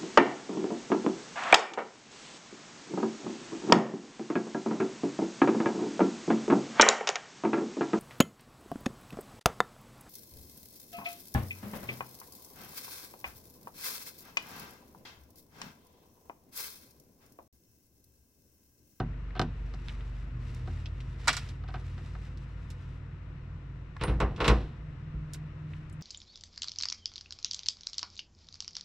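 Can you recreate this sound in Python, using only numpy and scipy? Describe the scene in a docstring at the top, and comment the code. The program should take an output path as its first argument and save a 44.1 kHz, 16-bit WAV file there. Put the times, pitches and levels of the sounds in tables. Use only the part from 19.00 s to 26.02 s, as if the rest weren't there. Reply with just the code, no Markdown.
"""An idling pickup engine and a faint outdoor hiss are heard first, as sums of steady tones and shaped noise.
Beside it a man unlatches and swings open the rear door, then climbs on the sill with a sharp clack.
He rocks a magnetic beacon off the roof: its base knocks on the sheet steel, which booms underneath.
Each blow excites decaying noise bands and sine modes; clothes and grit are noise, small fittings tick.
The place is open air, without room reverberation."""
import sys
import numpy as np
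from scipy import signal
from scipy.fft import rfft, irfft, next_fast_len
from scipy.io import wavfile

SR = 44100
rng = np.random.default_rng(int(sys.argv[2]) if len(sys.argv) > 2 else 0)


def write(x):
    x = np.atleast_2d(x).T
    wavfile.write(sys.argv[1], SR, np.round(np.clip(x, -1, 1) * 32767).astype(np.int16))


N = 309582
TIME = np.arange(N) / SR
RING = TIME[:int(.7 * SR)]  # time axis of one blow [s]
BANDS = 25 * 2 ** np.arange(0, 9.3, .5)  # half-octave centres [Hz]
TOP_HZ = 15600

# outdoor air and engine wash: (frequency [Hz], relative level per half octave [dB])
AIR_SPECTRUM = [(25, -67), (50, -65), (130, -59.5), (200, -66), (300, -70), (500, -72), (750, -77.5),
                (1150, -69.5), (2300, -73), (4000, -84), (6500, -89), (10000, -106), (15000, -114)]
# the wash comes mostly from the left: (frequency [Hz], left minus right [dB])
AIR_BALANCE = [(200, 0), (500, 2), (1000, 4), (2400, 7.5), (3400, 7), (5000, 4), (9000, 2)]
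# the wash sinks slowly, and gains a little as the cooling fan grows louder
AIR_DB, AIR_FADE_DB_PER_S, FAN_WASH_DB = 5, .6, 2.2

# firing rate: the idle holds, then a belt load comes on and the speed settles a little higher
IDLE_HZ, FAST_IDLE_HZ, LOAD_S, SETTLE_S = 48.02, 52.7, 1.35, 1.05
# engine tones: (multiple of the firing rate [1], level until the load [dB], fade under load [dB/s])
ENGINE_TONES = [(.5, -58.5, -0.5), (1, -38, 2.5), (1.5, -46, 4), (2, -58, 1.5), (2.5, -49.5, -0.1),
                (3, -59.5, -1.2), (3.5, -62.5, 2), (4, -71.5, -1), (4.5, -75.5, 1.5), (5, -62, 3.5),
                (5.5, -66.5, .5), (7, -70, 0.7), (9.5, -72.5, 0.5)]
# the tone at 2.5 times the firing rate booms while the engine takes up the load
LABOUR_DB, LABOUR_RISE_S, LABOUR_FALL_S = 9, 0.039, 0.97
# the belt tone comes in with the load and eases off; its ratio is to the firing rate
BELT_RATIO, BELT_DB, BELT_RISE_S, BELT_FADE_DB_PER_S = 1.727, -44.5, 0.22, 0.93
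# the cooling fan grows louder at a constant pitch
FAN_HZ, FAN_DB, FAN_SLOW_DB, FAN_ON_S, FAN_RISE_S = 152.5, -45, -60.5, 5.12, 0.98

# rubbing cloth: (frequency [Hz], relative level per half octave [dB])
CLOTH_SPECTRUM = [(30, -33), (600, -10), (2000, 1), (4500, -3), (7500, -8), (11000, -18), (15000, -26)]
# moves of the body: (start [s], length [s], relative level [dB])
MOVES = [(.5, .8, -78.5), (0.79, 0.13, -72), (1.388, .42, -69), (1.9, .35, -76), (2.17, .3, -66),
         (2.68, 0.58, -73), (3.35, .6, -79), (4.935, 0.68, -77.5), (6.28, 0.058, -74), (6.66, 0.11, -77)]
CLOTH_ATTACK_S, CLOTH_RELEASE_S, CLOTH_REST_DB = 0.065, .07, -97

# ticks of hinges, buckles and plastic:
# (time [s], relative level [dB], centre [Hz], spread [octaves], t60 [s])
TICKS = [(0.306, -51.5, 2020, .6, 0.027), (.745, -56.5, 4970, .45, .03), (0.884, -36.5, 2320, 1.15, 0.013),
         (.893, -43.5, 2450, .7, .049), (1.007, -54, 2630, .3, 0.056), (1.547, -56, 5600, 1.2, 0.029),
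         (1.858, -44, 3420, 0.61, 0.062), (2.004, -52, 2920, 1.1, 0.067), (2.489, -52, 3830, 1.04, 0.093),
         (2.978, -52.5, 1580, .4, 0.091), (3.152, -46.5, 1500, 0.72, 0.04), (3.373, -59, 3950, 1.05, 0.058),
         (3.703, -53.5, 5000, 1.1, .093), (4.965, -40, 1320, .55, .033), (4.9665, -53.5, 3600, .9, .014),
         (5.362, -51.5, 2970, 1, 0.1), (6.335, -43.5, 6900, .85, 0.062), (6.344, -49.5, 3000, 2.1, 0.082),
         (6.735, -47, 2580, 0.3, 0.026), (6.898, -60.5, 5500, 0.9, .023), (6.926, -62.5, 8450, .4, .068),
         (7.01, -58.5, 4300, 0.93, 0.042)]
# soles, latch and the beacon's base dragging over grit: (start [s], length [s], rms level [dB], centre [Hz])
SCRAPES = [(0.354, 0.03, -51, 2080), (2.676, 0.032, -60, 2570), (2.742, 0.03, -55, 1830),
           (4.995, 0.06, -50, 1770), (5.074, 0.033, -50, 2400), (5.413, 0.11, -61, 2300)]

# dense ringing of each body: (frequency [Hz], relative level per half octave [dB], t60 before scaling [s])
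DOOR_BODY = [(39.85, -15, 0.14), (110, -17.5, 0.4), (244.6, -17, 0.18), (500, -9, 0.072), (850, -20, 0.16),
             (1300, -13, 0.095), (1790, -24.5, 0.098), (3000, -15, 0.05), (4500, -22.5, 0.05),
             (7850, -37, 0.05), (14000, -57, 0.044)]
ROOF_BODY = [(40, -21.5, 0.93), (130, -13, 0.58), (320, -12, 0.44), (600, -10, 0.26), (1070, -10, 0.2),
             (2160, -16.5, 0.24), (3120, -13.5, 0.11), (4500, -24, 0.15), (7700, -40.5, 0.21),
             (14000, -55, 0.14)]
FITTING_BODY = [(60, -25, 0.093), (250, -19, 0.087), (500, -19.5, 0.15), (900, -10, 0.094),
                (1800, -6, 0.13), (2900, -13.5, 0.18), (4180, -7.5, 0.12), (7500, -11, .07),
                (10000, -25, 0.1), (14500, -36.5, .08)]
# modes that stand out: (frequency [Hz], relative level [dB], t60 before scaling [s])
DOOR_MODES = [(97.8, 1.5, .25), (119, 1.5, 0.33), (152.7, -4.5, 0.38), (228, -3.5, 0.18), (260, -9.5, .45),
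              (306.5, -9, 0.25), (398, -5, 0.086), (665, -13, 0.14), (713.4, -4.5, 0.12), (764, 0.5, 0.11),
              (1013, -11, 0.12), (1110, -2, 0.058), (1267, -2, 0.056), (1487, -5.5, 0.076),
              (1545, -2.5, 0.094), (2850, -14.5, 0.075)]
ROOF_MODES = [(56.5, 9.5, 0.66), (128.5, 5.5, 0.31), (165, -12, 0.63), (199.5, -4.5, 0.53),
              (245, -10.5, 0.18), (296, -4, 0.2), (309.4, 2.5, 0.28), (359.7, -1, 0.2), (408.6, -3, 0.24),
              (477, 0.5, 0.3), (517, -7, 0.42), (581, -21, 0.22), (656, -10, .25), (768, -2.5, 0.27),
              (814, -5, 0.13), (889, -2, 0.2), (1027, -11.5, 0.25), (1080, 0.5, 0.21), (1170, 0, 0.24),
              (1335, -3, 0.09), (1507, -12, 0.15), (1560, -32, 0.12), (1863, -19.5, 0.47),
              (2020, -19, 0.14), (2190, -11, 0.19), (2643, -5, 0.1)]
FITTING_MODES = [(340, -18.5, 0.027), (500, -12.5, 0.11), (590, -14.5, .09), (744, -5.5, 0.06),
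                 (912, -2, .09), (1156, 1, .1), (1290, -7.5, 0.067), (1428, 2, 0.11), (1526, -4, 0.049),
                 (1740, -1.5, .08), (1900, -0.5, .08), (2056, -5.5, 0.055), (2165, -3, .08), (2314, 0, .09),
                 (3280, -9.5, 0.14), (3730, -17, .08), (4006, -8.5, .07), (4730, -12, .08),
                 (5451, -8.5, 0.053), (5610, -13, .07), (7580, -12.5, .06), (7782, -10, 0.082)]
# modes of the magnet cup: (frequency [Hz], relative level [dB], t60 [s])
PING_MODES = [(9380, 2, 0.18), (9600, -8.5, 0.1), (13290, -28, .22), (14620, -21, 0.14)]

# blows: (time [s], relative level [dB], bass [dB], treble [dB], ring length factor [1])
# door, latch and feet on the sill, same columns
DOOR_BLOWS = [(.001, -27, 5.5, -12.5, 1.11), (.353, -37, -15, -13, 1), (.364, -35, -5, -13, 1.2),
              (.395, -18.5, -2, 0.5, 0.58), (.4155, -29, 8.5, 7, 1.11), (.739, -42.5, 9.5, 4, 0.47),
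              (1.675, -40.5, 8, -7, 0.95), (2.638, -43.5, -22, -11, 0.72), (2.686, -41, -18, -3, 1.3),
              (2.741, -32.5, -16, -10.5, 1.27), (2.756, -44, 10, -1, 0.75), (2.98, -52.5, 11, 10, 1.3),
              (3.152, -44.5, -26.5, -11, 0.88)]
# beacon base on the roof, same columns
ROOF_BLOWS = [(5.011, -34.5, 4, 8.5, 1.2), (5.036, -29, -4, -1, 0.46), (5.079, -36, 12, 1, 1.37),
              (5.1, -45, 10, -5, 1.1), (5.202, -21, -17, -13.5, 0.97), (5.224, -28, 5, -14.5, 0.37),
              (5.3, -53.5, 19, -5, 2.5), (5.378, -40, -6.5, -13, 2.4), (5.403, -25, -4.5, 3, 1.1),
              (5.443, -27, -10.5, 10.5, 1.46), (5.479, -21, 3, 16.5, 0.46), (5.4975, -21.5, 1, -4.5, 0.78),
              (6.14, -60, 30, -15, 0.55)]
# hard fittings that clack under load and where the beacon's base touches down, same columns
FITTING_BLOWS = [(2.273, -21, -1, -17, 0.56), (2.2795, -18, -9, 0.5, 0.78), (2.289, -34, 16, 6, 1.35),
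                 (2.329, -40, -2, 10, 1.4), (2.367, -36, 4, 9.5, 0.51), (2.374, -52, -10, 19, 1.2),
                 (5.0365, -18, -5, -22.5, 0.2), (5.202, -48, 10, 10, 0.96), (5.479, -35.5, 8, 9, 0.83)]
# the single ping of the magnet cup: (time [s], relative level [dB])
PING = (5.036, -41.5)


def undb(db):
    """A level in decibels is twenty times the decimal logarithm of the gain returned."""
    return 10 ** (np.asarray(db) / 20)


def at_bands(table):
    """Spectrum columns are interpolated at the band centres on a logarithmic frequency scale."""
    hz, *columns = np.transpose(table)
    return [np.interp(np.log(BANDS), np.log(hz), column) for column in columns]


def walk(rate):
    """Random drift joins normal values, rate per second, by straight lines; its rms is about 1.27."""
    points = rng.standard_normal(int(N / SR * rate) + 2)
    return 1.55 * np.interp(TIME * rate, np.arange(len(points)), points)


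def since(s):
    """Elapsed time in seconds is zero until the given moment."""
    return np.maximum(TIME - s, 0)


def rise(s, attack_s):
    """A linear onset grows from 0 to 1, starting at the given moment."""
    return np.minimum(since(s) / max(attack_s, .001), 1)


def fade(t60):
    """Damping makes a ring decay exponentially, by 60 dB in t60 seconds."""
    return np.exp(-np.log(1000) * RING / max(t60, .002))


def swell(hz, cycles):
    """A resonance needs some cycles to build up, so low frequencies come late."""
    return 1 - np.exp(-(RING * hz / cycles) ** 2)


def colour(hz, bass_db, treble_db):
    """Contact sets the spectrum: a heavy push feeds the bass, a hard contact the treble."""
    bass = bass_db / (1 + (hz / 310) ** 3)
    treble = treble_db / (1 + (3000 / hz) ** 2)
    return undb(bass + treble)


def sides(hz, pan_db):
    """Diffraction: the microphone's body shades mainly the shorter waves, giving left and right gains."""
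    return undb(np.array([[.5], [-.5]]) * pan_db * hz / (hz + 1500))


def add(out, s, sound):
    """Superposition: a sound is summed into the mix from the given time."""
    start = max(int(s * SR), 0)
    part = sound[..., :max(N - start, 0)]
    out[:, start:start + part.shape[-1]] += part


def band_noise(apart_hz):
    """Half-octave noises of rms 1 lose their correlation between the channels towards the treble."""
    size = next_fast_len(N)
    hz = np.arange(size // 2 + 1) * SR / size + 1  # offset avoids log of zero
    mid, side = rfft(rng.standard_normal((2, size)))
    width = np.sqrt(hz / (hz + apart_hz)) * hz / (hz + 150)
    pair = mid + width * side * np.array([[1], [-1]])
    bank = []
    for centre in BANDS:
        distance = np.minimum(2 * np.abs(np.log2(hz / centre)), 1)
        band = irfft(pair * np.cos(np.pi / 2 * distance), size)[:, :N]
        bank.append((band / band.std()).astype(np.float32))
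    return np.array(bank)


def air(bank):
    """Broadband outdoor wash is a sum of noise bands, each wavering in level and weighted to one side."""
    band_db, = at_bands(AIR_SPECTRUM)
    balance_db, = at_bands(AIR_BALANCE)
    wash = np.zeros((2, N))
    for db, left_db, noise in zip(band_db, balance_db, bank):
        balance = undb(np.array([[.5], [-.5]]) * left_db)
        wash += undb(db + 0.36 * walk(10)) * noise * balance
    fan_wash_db = FAN_WASH_DB * rise(FAN_ON_S, FAN_RISE_S)
    return undb(AIR_DB - AIR_FADE_DB_PER_S * TIME + fan_wash_db) * wash


def tone(turns, db, waver_db):
    """A sinusoid follows the phase in turns; its rms level drifts around db."""
    wave = np.sin(2 * np.pi * (turns + rng.random()))
    return np.sqrt(2) * undb(db + waver_db * walk(11)) * wave


def fan():
    """Blade passing gives a fundamental and its octave, which grow louder together."""
    blades = FAN_HZ * TIME
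    db = FAN_SLOW_DB + (FAN_DB - FAN_SLOW_DB) * rise(FAN_ON_S, FAN_RISE_S)
    return tone(blades, db, waver_db=1.8) + tone(2 * blades, db - 18, waver_db=1)


def engine_and_belt():
    """Periodic firing gives harmonics and uneven firing half orders; the belt tone follows the same speed."""
    loaded = since(LOAD_S)
    hz = FAST_IDLE_HZ + (IDLE_HZ - FAST_IDLE_HZ) * np.exp(-loaded / SETTLE_S)
    firings = np.cumsum(hz * (1 + 0.0017 * walk(15))) / SR
    labour_db = LABOUR_DB * rise(LOAD_S - LABOUR_RISE_S, LABOUR_RISE_S) * np.exp(-loaded / LABOUR_FALL_S)
    out = np.zeros(N)
    for order, db, fade_db in ENGINE_TONES:
        boom_db = labour_db if order == 2.5 else 0
        out += tone(firings * order, db - fade_db * loaded + boom_db, waver_db=1.23)
    belt = tone(firings * BELT_RATIO, BELT_DB - BELT_FADE_DB_PER_S * loaded, waver_db=1.9)
    return out + rise(LOAD_S, BELT_RISE_S) * belt


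def clothes(bank):
    """Friction of cloth gives shaped noise in uneven little strokes with each move."""
    band_db, = at_bands(CLOTH_SPECTRUM)
    # the channels are swapped
    cloth = np.tensordot(undb(band_db).astype(np.float32), bank, 1)[:, ::-1]
    rubbing = undb(CLOTH_REST_DB) + np.zeros(N)
    for s, length, db in MOVES:
        release = np.exp(-since(s + length) / CLOTH_RELEASE_S)
        rubbing += undb(db) * rise(s, CLOTH_ATTACK_S) * release
    strokes = undb(1.5 * walk(30) + 1.2 * walk(400))
    return rubbing * strokes * cloth


def ticks(bank):
    """An impulse makes each small part ring briefly in its own band, with a faint mode at the centre."""
    out = np.zeros((2, N))
    for s, db, hz, spread, t60 in TICKS:
        start = int(rng.random() * (N - len(RING)))
        weights = np.exp(-(np.log2(BANDS / hz) / spread) ** 2)
        weights /= np.linalg.norm(weights)
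        noise = np.tensordot(weights, bank[:, :, start:start + len(RING)], 1)
        mode = undb(-21) * np.sin(2 * np.pi * hz * RING)
        decay = fade(t60) + undb(-3) * fade(0.0053)  # ring and snap
        envelope = undb(db) * swell(hz, cycles=0.79) * decay
        add(out, s, envelope * (noise + mode) * sides(hz, pan_db=-1))
    return out


def scrapes(grains_per_s, spread_db):
    """Stick-slip friction is a run of uneven tiny slips, each one a click in a broad resonance."""
    out = np.zeros((2, N))
    for s, length, db, hz in SCRAPES:
        slips = rng.random(len(RING)) < grains_per_s / SR
        signs = rng.choice([-1, 1], len(RING))
        sizes = undb(spread_db * rng.standard_normal(len(RING))) * signs
        band = signal.butter(4, [hz / 2, min(hz * 1.7, SR / 3)], "band", fs=SR, output="sos")
        grit = signal.sosfilt(band, slips * sizes * (RING < length))
        rms = np.sqrt(np.sum(grit ** 2) / (length * SR) + np.finfo(float).eps)
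        add(out, s, undb(db) * grit / rms)
    return out


def struck(blows, body, modes, bank, modes_db, crack_db, crack_s, tail_db, tail_s, cycles, pan_db):
    """Modal response: each blow excites a brief crack, dense ring, strong modes and faint tail from the cab."""
    out = np.zeros((2, N))
    body_db, body_t60 = at_bands(body)
    crack_and_tail = undb(crack_db) * fade(crack_s) + undb(tail_db) * fade(tail_s)
    # one body always rings with the same dense pattern of modes
    start = rng.integers(N - len(RING))
    dense = []
    for hz, noise in zip(BANDS, bank):
        dense.append(noise[:, start:start + len(RING)] * swell(hz, cycles) * sides(hz, pan_db))
    # successive strong modes in the table swing in opposite directions
    strong = []
    for k, (hz, _, _) in enumerate(modes):
        wave = (-1) ** k * np.sin(2 * np.pi * hz * RING)
        strong.append(wave * swell(hz, cycles) * sides(hz, pan_db))
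    for s, db, bass_db, treble_db, ring in blows:
        sound = np.zeros((2, len(RING)))
        for hz, band_db, t60, wave in zip(BANDS, body_db, body_t60, dense):
            gain = undb(band_db) * colour(hz, bass_db, treble_db)
            sound += gain * (fade(t60 * ring) + crack_and_tail) * wave
        for (hz, mode_db, t60), wave in zip(modes, strong):
            gain = undb(modes_db + mode_db) * colour(hz, bass_db, treble_db)
            sound += gain * fade(t60 * ring) * wave
        add(out, s, undb(db) * sound)
    return out


def fittings(bank):
    """Stiff small parts resonate mostly in the treble and need several cycles to build up."""
    return struck(FITTING_BLOWS, FITTING_BODY, FITTING_MODES, bank, modes_db=-6.5, crack_db=-8.5,
                  crack_s=.012, tail_db=-44, tail_s=0.32, cycles=3, pan_db=-1.5)


def door(bank):
    """A damped panel answers latch, swing and feet on the sill with a strong crack and short ring."""
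    return struck(DOOR_BLOWS, DOOR_BODY, DOOR_MODES, bank, modes_db=-9, crack_db=7.5,
                  crack_s=0.0035, tail_db=-27.5, tail_s=.5, cycles=0.52, pan_db=-1)


def ping():
    """Free vibration of the steel cup round the magnet gives a thin ring of high modes."""
    out = np.zeros((2, N))
    s, level_db = PING
    for hz, db, t60 in PING_MODES:
        add(out, s, undb(level_db + db) * fade(t60) * np.sin(2 * np.pi * hz * RING))
    return out


def roof(bank):
    """Plate vibration: the sheet steel booms in long low modes under the knocks of the beacon."""
    return struck(ROOF_BLOWS, ROOF_BODY, ROOF_MODES, bank, modes_db=-9, crack_db=-16,
                  crack_s=0.0034, tail_db=-21.5, tail_s=0.55, cycles=0.86, pan_db=-1)


def scene():
    """Superposition of engine and air with the door, the fittings and the beacon."""
    near = band_noise(apart_hz=16000)
    background = air(band_noise(apart_hz=900)) + fan() + engine_and_belt()
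    handling = clothes(near) + ticks(near) + scrapes(grains_per_s=1300, spread_db=1.5)
    return background + handling + fittings(near) + door(near) + ping() + roof(near)


def record(dry):
    """Path delay and shading make the left port late and duller; the microphone cuts deep bass and top."""
    lag_s, low_cut_hz, shade_db, shade_hz = 2e-5, 30, -2.5, 5000
    size = next_fast_len(N + len(RING))
    hz = np.arange(size // 2 + 1) * SR / size
    # half of the shading dulls the left, the other half brightens the right
    shade = undb(shade_db / 2 * hz ** 2 / (hz ** 2 + shade_hz ** 2))
    response = np.array([shade * np.exp(-2j * np.pi * hz * lag_s), 1 / shade])
    ports = irfft(rfft(dry, size) * response, size)[:, :N]
    ports = signal.sosfilt(signal.butter(2, low_cut_hz, "high", fs=SR, output="sos"), ports)
    return signal.sosfilt(signal.ellip(8, .2, 70, TOP_HZ, fs=SR, output="sos"), ports)


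dry = scene()
out = record(dry)
write(out)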